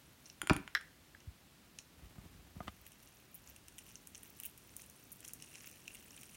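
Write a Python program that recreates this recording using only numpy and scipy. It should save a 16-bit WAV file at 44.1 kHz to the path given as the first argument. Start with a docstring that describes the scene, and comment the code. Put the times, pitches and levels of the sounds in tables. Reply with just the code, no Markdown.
"""Close by a table in a quiet room: an icing bag of soft water beads is squeezed into a small plastic mould.
After a first faint squeeze the nozzle ticks on the mould, which knocks on the table: ringing modes and grit.
Trapped air spits out by ringing the nozzle's air; then fingers rub and bump the camera as it is moved closer.
Last the beads burst through the nozzle: pops of shaped noise with a cavity ring, over a crackle of noise grains.
Room air and a low hum, both coloured noise, run underneath, and the walls answer with a short tail."""
import sys
import numpy as np
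from scipy import signal
from scipy.fft import rfft, irfft, next_fast_len
from scipy.io import wavfile

SR = 44100
rng = np.random.default_rng(int(sys.argv[2]) if len(sys.argv) > 2 else 0)


def log_audio(samples):
    """Write samples as a 16-bit WAV file to the path given in sys.argv[1]."""
    # one column per channel
    frames = np.atleast_2d(samples).T
    # limit to full scale, then quantise
    limited = np.clip(frames, -1, 1)
    pcm = np.round(limited * 32767).astype(np.int16)
    wavfile.write(sys.argv[1], SR, pcm)


N = 280476

# The air cavity of the nozzle. Each row: frequency in Hz, relative level in dB per Hz.
CAVITY_COLOUR = [(700, -45), (1400, -20), (1900, -11), (2350, -6), (2750, 2), (3050, 0), (3400, -10),
                 (4000, -11), (4700, -26), (8000, -60)]


def pops(spray_db=-24, spray_t60=0.12, snap_gain_db=1, ring_gain_db=0.5):
    """A bursting bead snaps, sprays briefly and rings the air in the nozzle."""
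    # Colour of the wet film and nozzle. Each row: frequency in Hz, relative level in dB.
    film_colour = [(2150, -37), (4150, 13), (4800, -6), (5550, 11), (7050, 4), (7950, -1), (9250, 6),
                   (10600, -1.5), (12600, 0.5), (15300, 4)]
    track, t = np.zeros(N), np.arange(SR // 25) / SR
    snap_t60, cavity_t60, rise_s, octaves = 0.008, 0.016, 0.0003, 0.47
    to_5_ms = np.sqrt(0.005 / t[-1])  # from rms over the whole pop to rms over 5 ms
    for s, db, pitch_hz, ring_db in bead_runs():
        snap_noise, ring_noise = rng.standard_normal((2, len(t))) * (1 - np.exp(-t / rise_s))
        burst = snap_noise * (amp(-60 * t / snap_t60) + amp(spray_db - 60 * t / spray_t60))
        # the smaller the rupture, the higher its band
        band = filtered(burst, lambda hz: np.exp(-0.5 * (np.log2((hz + 1) / pitch_hz) / octaves) ** 2))
        snap = coloured(band, film_colour)
        ring = coloured(ring_noise * amp(-60 * t / cavity_t60), CAVITY_COLOUR)
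        pop = amp(snap_gain_db) * snap + amp(ring_db + ring_gain_db) * ring
        add(track, s, to_5_ms * amp(db) * pop)
    return track


def bead_runs(gap_s=0.0052, loss_db=0.5):
    """Beads burst singly or in quick runs, where each sets off the next, a little weaker."""
    # Popping beads and wet film. Each row: start in seconds, relative level in dB, pitch in Hz,
    # relative ring of the nozzle cavity in dB, number of beads in the run.
    beads_popping = [(0.257, -56.5, 5500, -18, 2), (0.2992, -52.5, 5470, -6.5, 1),
                     (1.2038, -63.5, 5800, -1.5, 1), (1.7872, -46.5, 6260, -4.5, 1),
                     (2.8653, -53.5, 11600, -5.5, 1), (2.9192, -59.5, 9600, -7, 1),
                     (3.3442, -50.5, 13700, -23, 3), (3.5624, -57, 8000, -3, 1),
                     (3.683, -53.5, 8800, -6.5, 1), (3.7829, -51, 9100, -3.5, 2),
                     (3.9557, -49, 6600, -10.5, 1), (4.072, -50.5, 9800, -16, 1),
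                     (4.1481, -51.5, 7200, -6, 2), (4.1775, -55.5, 8600, -23, 1),
                     (4.2322, -52.5, 11600, -10, 1), (4.4002, -44.5, 11300, -12, 1),
                     (4.4343, -45, 12800, -9.5, 1), (4.444, -55, 10800, -1, 2),
                     (4.4532, -42.5, 12800, -14.5, 3), (4.5771, -56.5, 10100, -14, 1),
                     (4.7654, -44.5, 10700, -21, 1), (4.8, -56, 11500, -7, 1), (4.8186, -53, 9200, -17, 1),
                     (4.8616, -59, 12000, -19, 1), (4.8985, -55, 9600, -23, 1),
                     (5.1183, -50, 12100, -31, 3), (5.205, -56, 10100, -9, 1), (5.249, -49, 8100, -7, 1),
                     (5.279, -50, 8900, -26, 2), (5.3345, -44, 10000, -29, 1), (5.423, -49, 7600, -6.5, 1),
                     (5.5548, -53, 6130, -1, 1), (5.8788, -52.5, 7900, 7.5, 1),
                     (5.9475, -53, 10100, -2.5, 2), (6.1763, -65.5, 8000, 9.5, 1),
                     (6.232, -57.5, 9300, 1.5, 1), (6.3453, -59, 8900, -2, 2)]
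    return [(s + k * gap_s, db - k * loss_db, pitch_hz, ring_db)
            for s, db, pitch_hz, ring_db, beads in beads_popping
            for k in range(round(beads))]


def crackle(level_db=-2, gurgle_db=-12, fizz_db=-3, open_treble_db=9, buried_treble_db=4, buried_gurgle_db=3):
    """Wet ticks in three bands over a denser fizz, and small gurgles in the nozzle, as loud as the squeeze."""
    # Bands of large, middling and small droplets. Each row: lower edge in Hz, upper edge in Hz.
    droplet_bands = [(1000, 7500), (7500, 11500), (11500, 17000)]
    # Colour of the wet crackle. Each row: frequency in Hz, relative level in dB per Hz.
    wet_colour = [(1100, -8), (2050, -4), (2700, 0.5), (3500, -13.5), (4700, -12.5), (5700, 2.5),
                  (7700, -3.5), (9100, 3), (11200, -4.5), (14000, -10), (16000, -6)]
    # The hand tightens and beads slip through. Each row: hardest moment in seconds,
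    # relative crackle level in dB, length in seconds.
    squeezes = [(.27, -61.5, 0.1), (2.87, -67, 0.11), (3.06, -65, 0.28), (3.36, -61.5, 0.048),
                (3.49, -57.5, 0.081), (3.79, -62, 0.14), (3.89, -56.5, 0.074), (4.26, -57, .12),
                (4.38, -58.5, 0.053), (4.455, -56, 0.055), (4.65, -79, 0.059), (4.8, -64, 0.11),
                (5.28, -58.5, 0.13), (5.56, -55, 0.17), (5.67, -54, 0.058), (6.22, -53.5, 0.073)]
    # The slower grip on the bag. Each row: time in seconds, relative crackle level in dB.
    grip = [(0, -71), (1.5, -92), (2.9, -68), (3.3, -73), (4.9, -65), (5.1, -67.5), (5.45, -61),
            (6.36, -59)]
    # the rising heap covers the tip: the crackle dulls and gurgles more
    buried_at_s, burying_s = 5.3, 0.2
    buried = 0.5 + 0.5 * np.tanh((np.arange(N) / SR - buried_at_s) / burying_s)
    large, middling, small = [
        filtered(grains(per_second=85, size_db=3.4, life_t60=0.006), lambda hz: (hz > lo) & (hz < hi))
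        for lo, hi in droplet_bands]
    small = small * amp(open_treble_db * (1 - buried) + buried_treble_db * buried)
    fizz = grains(per_second=300, size_db=2.2, life_t60=0.006)
    gurgles = coloured(grains(per_second=70, size_db=2.2, life_t60=0.014), CAVITY_COLOUR)
    wet = coloured(large + middling + small + amp(fizz_db) * fizz, wet_colour)
    wet = wet + amp(gurgle_db + buried_gurgle_db * buried) * gurgles
    effort = np.hypot(amp(curve(grip)), swells(squeezes))
    return amp(level_db) * effort * wet


def mould_ticks():
    """The nozzle touches the thin mould, whose short bright modes ring."""
    # Touches. Each row: start in seconds, peak level in dB, contact brightness in Hz.
    touches = [(.4166, -22.5, 13900), (.4722, -25, 12200), (.5328, -28, 15000), (.5647, -28, 15000),
               (.677, -33.5, 4450), (.811, -42.5, 12000)]
    # The thin mould. Each row: mode in Hz, relative level in dB, t60 in seconds.
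    mould_modes = [(615, -21, 0.014), (1060, -0.5, 0.01), (1420, 2, 0.018), (2150, 12.5, 0.0034),
                   (3140, 4, 0.0085), (3540, -3, 0.0073), (7010, -1, 0.014), (9100, 2, 0.013),
                   (10230, 2.5, 0.009), (11600, -8, 0.0095), (12600, -9, .006), (14900, -9, 0.0069)]
    return blows(touches, mould_modes, grit_db=-7.0, grit_t60=0.022)


def table_knocks():
    """The mould is pushed onto the table, whose top rings; the weight of the bag follows."""
    # Knocks. Each row: start in seconds, peak level in dB, contact brightness in Hz.
    pushes = [(.4285, -42, 450), (.4969, -15.5, 5450), (.5012, -31.5, 800), (.5046, -19, 997),
              (.5108, -23, 270), (.5285, -45, 329), (.5625, -37, 168)]
    # The table top. Each row: mode in Hz, relative level in dB, t60 in seconds.
    table_modes = [(84.5, -12.5, 0.042), (154, -7.5, 0.043), (182, -7, 0.038), (282, -24, 0.022),
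                   (302, -7.5, 0.069), (371, -9.5, 0.054), (552, -9.5, 0.028), (650, -4.5, 0.014),
                   (808, -6.5, 0.047), (978, -3, 0.025), (1305, 2, 0.015), (1536, 0.5, 0.011),
                   (1730, -8.5, 0.048), (2354, 1.5, 0.011), (2820, -4.5, 0.018), (3340, -7, 0.0078),
                   (6100, -15.5, 0.0065)]
    return blows(pushes, table_modes, grit_db=2.5, grit_t60=0.016)


def thumps():
    """Soft low pushes of a few cycles that glide in pitch."""
    # Dull thuds, the first from the weight of the bag. Each row: start in seconds,
    # envelope peak in dB, start pitch in Hz, end pitch in Hz, swell in seconds.
    thuds = [(0.5097, -15, 115, 238, 0.002), (1.269, -39.5, 154, 49.7, 0.012)]
    track, t = np.zeros(N), np.arange(SR // 10) / SR
    for s, db, start_hz, end_hz, swell in thuds:
        hz = end_hz + (start_hz - end_hz) * np.exp(-t / swell)
        envelope = (t / swell * np.exp(1 - t / swell)) ** 3
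        add(track, s, amp(db) * envelope * np.sin(2 * np.pi * np.cumsum(hz) / SR))
    return track


def air_spurts():
    """Trapped air spits out in quick spurts and rings the air in the nozzle."""
    # The air in the nozzle. Each row: mode in Hz, relative level in dB, t60 in seconds.
    nozzle_modes = [(487, -34, 0.028), (1270, -7.5, 0.011), (1507, -3.5, 0.018), (1700, 0, 0.018),
                    (1940, -1.5, 0.013), (2166, -8, 0.015), (3350, -5.5, 0.0078), (4010, -11, 0.022),
                    (5430, -1.5, 0.0057), (8600, -12, 0.0063), (11900, -3.5, 0.0084)]
    return blows(flutter(), nozzle_modes, grit_db=-18, grit_t60=0.029)


def flutter(flap_s=0.0048, loss_db=0.5):
    """Each spurt flaps the wet nozzle one or more times, ever weaker."""
    # Spurts of air. Each row: start in seconds, peak level of the first flap in dB, brightness in Hz, flaps.
    spurts = [(0.75, -17.5, 6960, 1), (0.755, -19.5, 2600, 1), (0.7615, -31.5, 3540, 4),
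              (1.1478, -44, 1630, 1)]
    return [(s + k * flap_s, db - k * loss_db, bright_hz)
            for s, db, bright_hz, flaps in spurts
            for k in range(round(flaps))]


def handling(rub_db=-2):
    """The hand rubs the camera body in small slips and bumps it, right at the microphone."""
    # The hand shifts its hold. Each row: hardest moment in seconds, relative rumble level in dB,
    # length in seconds.
    shifts = [(2.06, -53, 0.13), (2.22, -54.5, 0.32), (2.62, -53, 0.25), (3.55, -65, 0.42)]
    # Colour of the rub. Each row: frequency in Hz, relative level in dB per Hz.
    rumble_colour = [(25, -19), (60, 10), (130, -3.5), (300, -9), (500, -19), (1300, -21), (2200, -23.5),
                     (5000, -31.5)]
    # Fingers bump the camera as it moves. Each row: start in seconds, peak level in dB,
    # contact brightness in Hz.
    finger_bumps = [(2.027, -45.5, 90), (2.1805, -42.5, 279), (2.2565, -49.5, 317), (2.386, -50, 95),
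                    (2.5625, -39, 220), (2.6043, -34, 970), (2.6732, -43, 2500), (2.6788, -29, 3340),
                    (2.6823, -38.5, 1070)]
    # The camera body. Each row: mode in Hz, relative level in dB, t60 in seconds.
    camera_modes = [(60, -13, 0.062), (118, -5, 0.024), (202, -7.5, 0.031), (700, -9, 0.031),
                    (1040, -13, 0.016), (1228, -7, 0.05), (2070, -12, 0.03), (2840, -15, 0.013),
                    (3140, -17, 0.048), (3500, -14.5, 0.037)]
    slips = grains(per_second=90, size_db=0.5, life_t60=0.089)
    rub = amp(rub_db) * swells(shifts) * coloured(slips, rumble_colour)
    return rub + blows(finger_bumps, camera_modes, grit_db=-7, grit_t60=0.042, scatter_db=-0.5, detune=0.0066)


def background(air_db=-66.0):
    """Steady room air, with a low hum that dips slightly, then grows as the camera nears the table."""
    # The quiet room. Each row: frequency in Hz, relative level in dB per Hz.
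    air_colour = [(15, -56), (25, 3), (36, -0.5), (64, 4), (189, -7.5), (291, -9.5), (316, -22), (361, -16),
                  (449, -24), (500, -12.5), (637, -11), (2890, -13), (3390, -14), (13100, -29),
                  (15800, -35.5)]
    # Low hum of the room near the table. Each row: frequency in Hz, relative level in dB per Hz.
    hum_colour = [(60, -9), (130, 0.5), (220, -1.5), (300, -2.5), (420, -7.5), (700, -16.5), (1500, -48),
                  (4000, -20.5)]
    # Loudness of the hum. Each row: time in seconds, rms level in dB.
    hum_level = [(2.5, -66.5), (3.3, -67.5), (4.7, -64.5), (6.36, -63)]
    air = amp(air_db) * coloured(rng.standard_normal(N), air_colour)
    hum = amp(curve(hum_level)) * coloured(rng.standard_normal(N), hum_colour)
    return air + hum


def room(x, build_s=0.0031):
    """The walls answer with a short noise tail; its highest treble dies first."""
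    # Decay of the room. Each row: frequency in Hz, t60 in seconds.
    room_t60 = [(150, 0.3), (600, 0.28), (2000, 0.37), (6000, 0.22), (14000, 0.055)]
    # Colour of the tail. Each row: frequency in Hz, relative level in dB.
    tail_colour = [(100, -5.5), (500, -1), (1500, -4), (3000, -3), (6000, 0), (14000, 1)]
    hz, t, bins = signal.stft(rng.standard_normal(SR // 2), SR, nperseg=256)
    decay = amp(-60 * t / along(room_t60, hz)[:, None])
    tail = signal.istft(bins * decay, SR, nperseg=256)[1]
    tail = tail * (1 - np.exp(-(np.arange(len(tail)) / SR / build_s) ** 2))
    tail = filtered(tail / np.linalg.norm(tail), lambda f: amp(along(tail_colour, f)))
    return signal.fftconvolve(x, tail)[:N]


def blows(rows, modes, grit_db, grit_t60, scatter_db=1.2, detune=0.014):
    """Each blow rings slightly varied modes with a short gritty crack; a soft contact loses the treble."""
    track, t = np.zeros(N), np.arange(SR // 6) / SR
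    hz, level, t60 = np.transpose(modes)[:, :, None]
    polarity = (-1) ** np.arange(len(modes))[:, None]
    for s, db, bright_hz in rows:
        gain, shift = rng.standard_normal((2, *hz.shape))
        decay = amp(level + scatter_db * gain - 60 * t / t60)
        ring = np.sum(polarity * decay * np.sin(2 * np.pi * hz * (1 + detune * shift) * t), axis=0)
        crack = amp(grit_db - 60 * t / grit_t60) * rng.standard_normal(len(t))
        softness = signal.butter(2, min(bright_hz, SR / 2 - 1), fs=SR, output="sos")
        sound = signal.sosfilt(softness, ring + crack)
        add(track, s, amp(db) * sound / np.abs(sound).max())
    return track


def grains(per_second, size_db, life_t60):
    """Short noise bursts at random moments, most of them small, at rms 1."""
    sizes = amp(size_db * np.minimum(rng.exponential(size=N), 4))
    sizes = sizes * (rng.random(N) < per_second / SR)
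    t = np.arange(SR // 50) / SR
    power = np.abs(signal.fftconvolve(sizes ** 2, amp(-60 * t / life_t60) ** 2)[:N])
    return unit(np.sqrt(power) * rng.standard_normal(N))


def swells(rows, rise_share=0.41, range_db=10):
    """Gain per sample of (s, dB, length) efforts that each build up and let go."""
    # rise_share: part of the length spent tightening; range_db: fall from the hardest moment to either end
    gain = np.zeros(N)
    for s, db, length in rows:
        phase = (np.arange(N) / SR - s) / length
        away = np.maximum(-phase / rise_share, phase / (1 - rise_share))
        gain += amp(db - range_db * np.minimum(away, 10))
    return gain


def amp(db):
    """Amplitude of a level in dB."""
    return 10 ** (np.asarray(db) / 20)


def unit(x):
    """x scaled to rms 1."""
    return x / np.sqrt(np.mean(x ** 2) + 1e-20)


def along(points, hz):
    """(Hz, value) points read at hz on a log axis."""
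    f, v = np.transpose(points)
    return np.interp(np.log(hz + 1), np.log(f + 1), v)


def curve(rows):
    """One value per sample from (s, value) rows."""
    return np.interp(np.arange(N) / SR, *np.transpose(rows))


def filtered(x, response):
    """x times a response of frequency."""
    m = next_fast_len(len(x) + 2 ** 12)
    return irfft(rfft(x, m) * response(np.fft.rfftfreq(m, 1 / SR)), m)[:len(x)]


def coloured(x, spectrum):
    """x shaped by (Hz, dB) points, at rms 1."""
    return unit(filtered(x, lambda hz: amp(along(spectrum, hz))))


def add(track, s, sound):
    """Mix a sound into the track at time s."""
    part = track[max(round(s * SR), 0):][:len(sound)]
    part += sound[:len(part)]


def scene():
    """Bag, mould and table with their echo, then the handled camera and the room."""
    squish = pops() + crackle()
    tick = mould_ticks()
    knock = table_knocks() + thumps()
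    spurt = air_spurts()
    # each source sends its own share to the walls
    small_sounds = amp(-12) * tick + amp(-15.5) * spurt + amp(-15) * squish
    echo = room(small_sounds + amp(-10.5) * knock)
    return (tick + knock + spurt + squish + echo + handling() + background())[None]


def record(dry, low_cut_hz=42, top_hz=16050):
    """The camera's microphone drops the deepest bass and keeps nothing above its band limit."""
    low_cut = signal.butter(3, low_cut_hz, "highpass", fs=SR, output="sos")
    thin = signal.sosfilt(low_cut, dry)
    return np.array([filtered(channel, lambda hz: hz < top_hz) for channel in thin])


dry = scene()
out = record(dry)
log_audio(out)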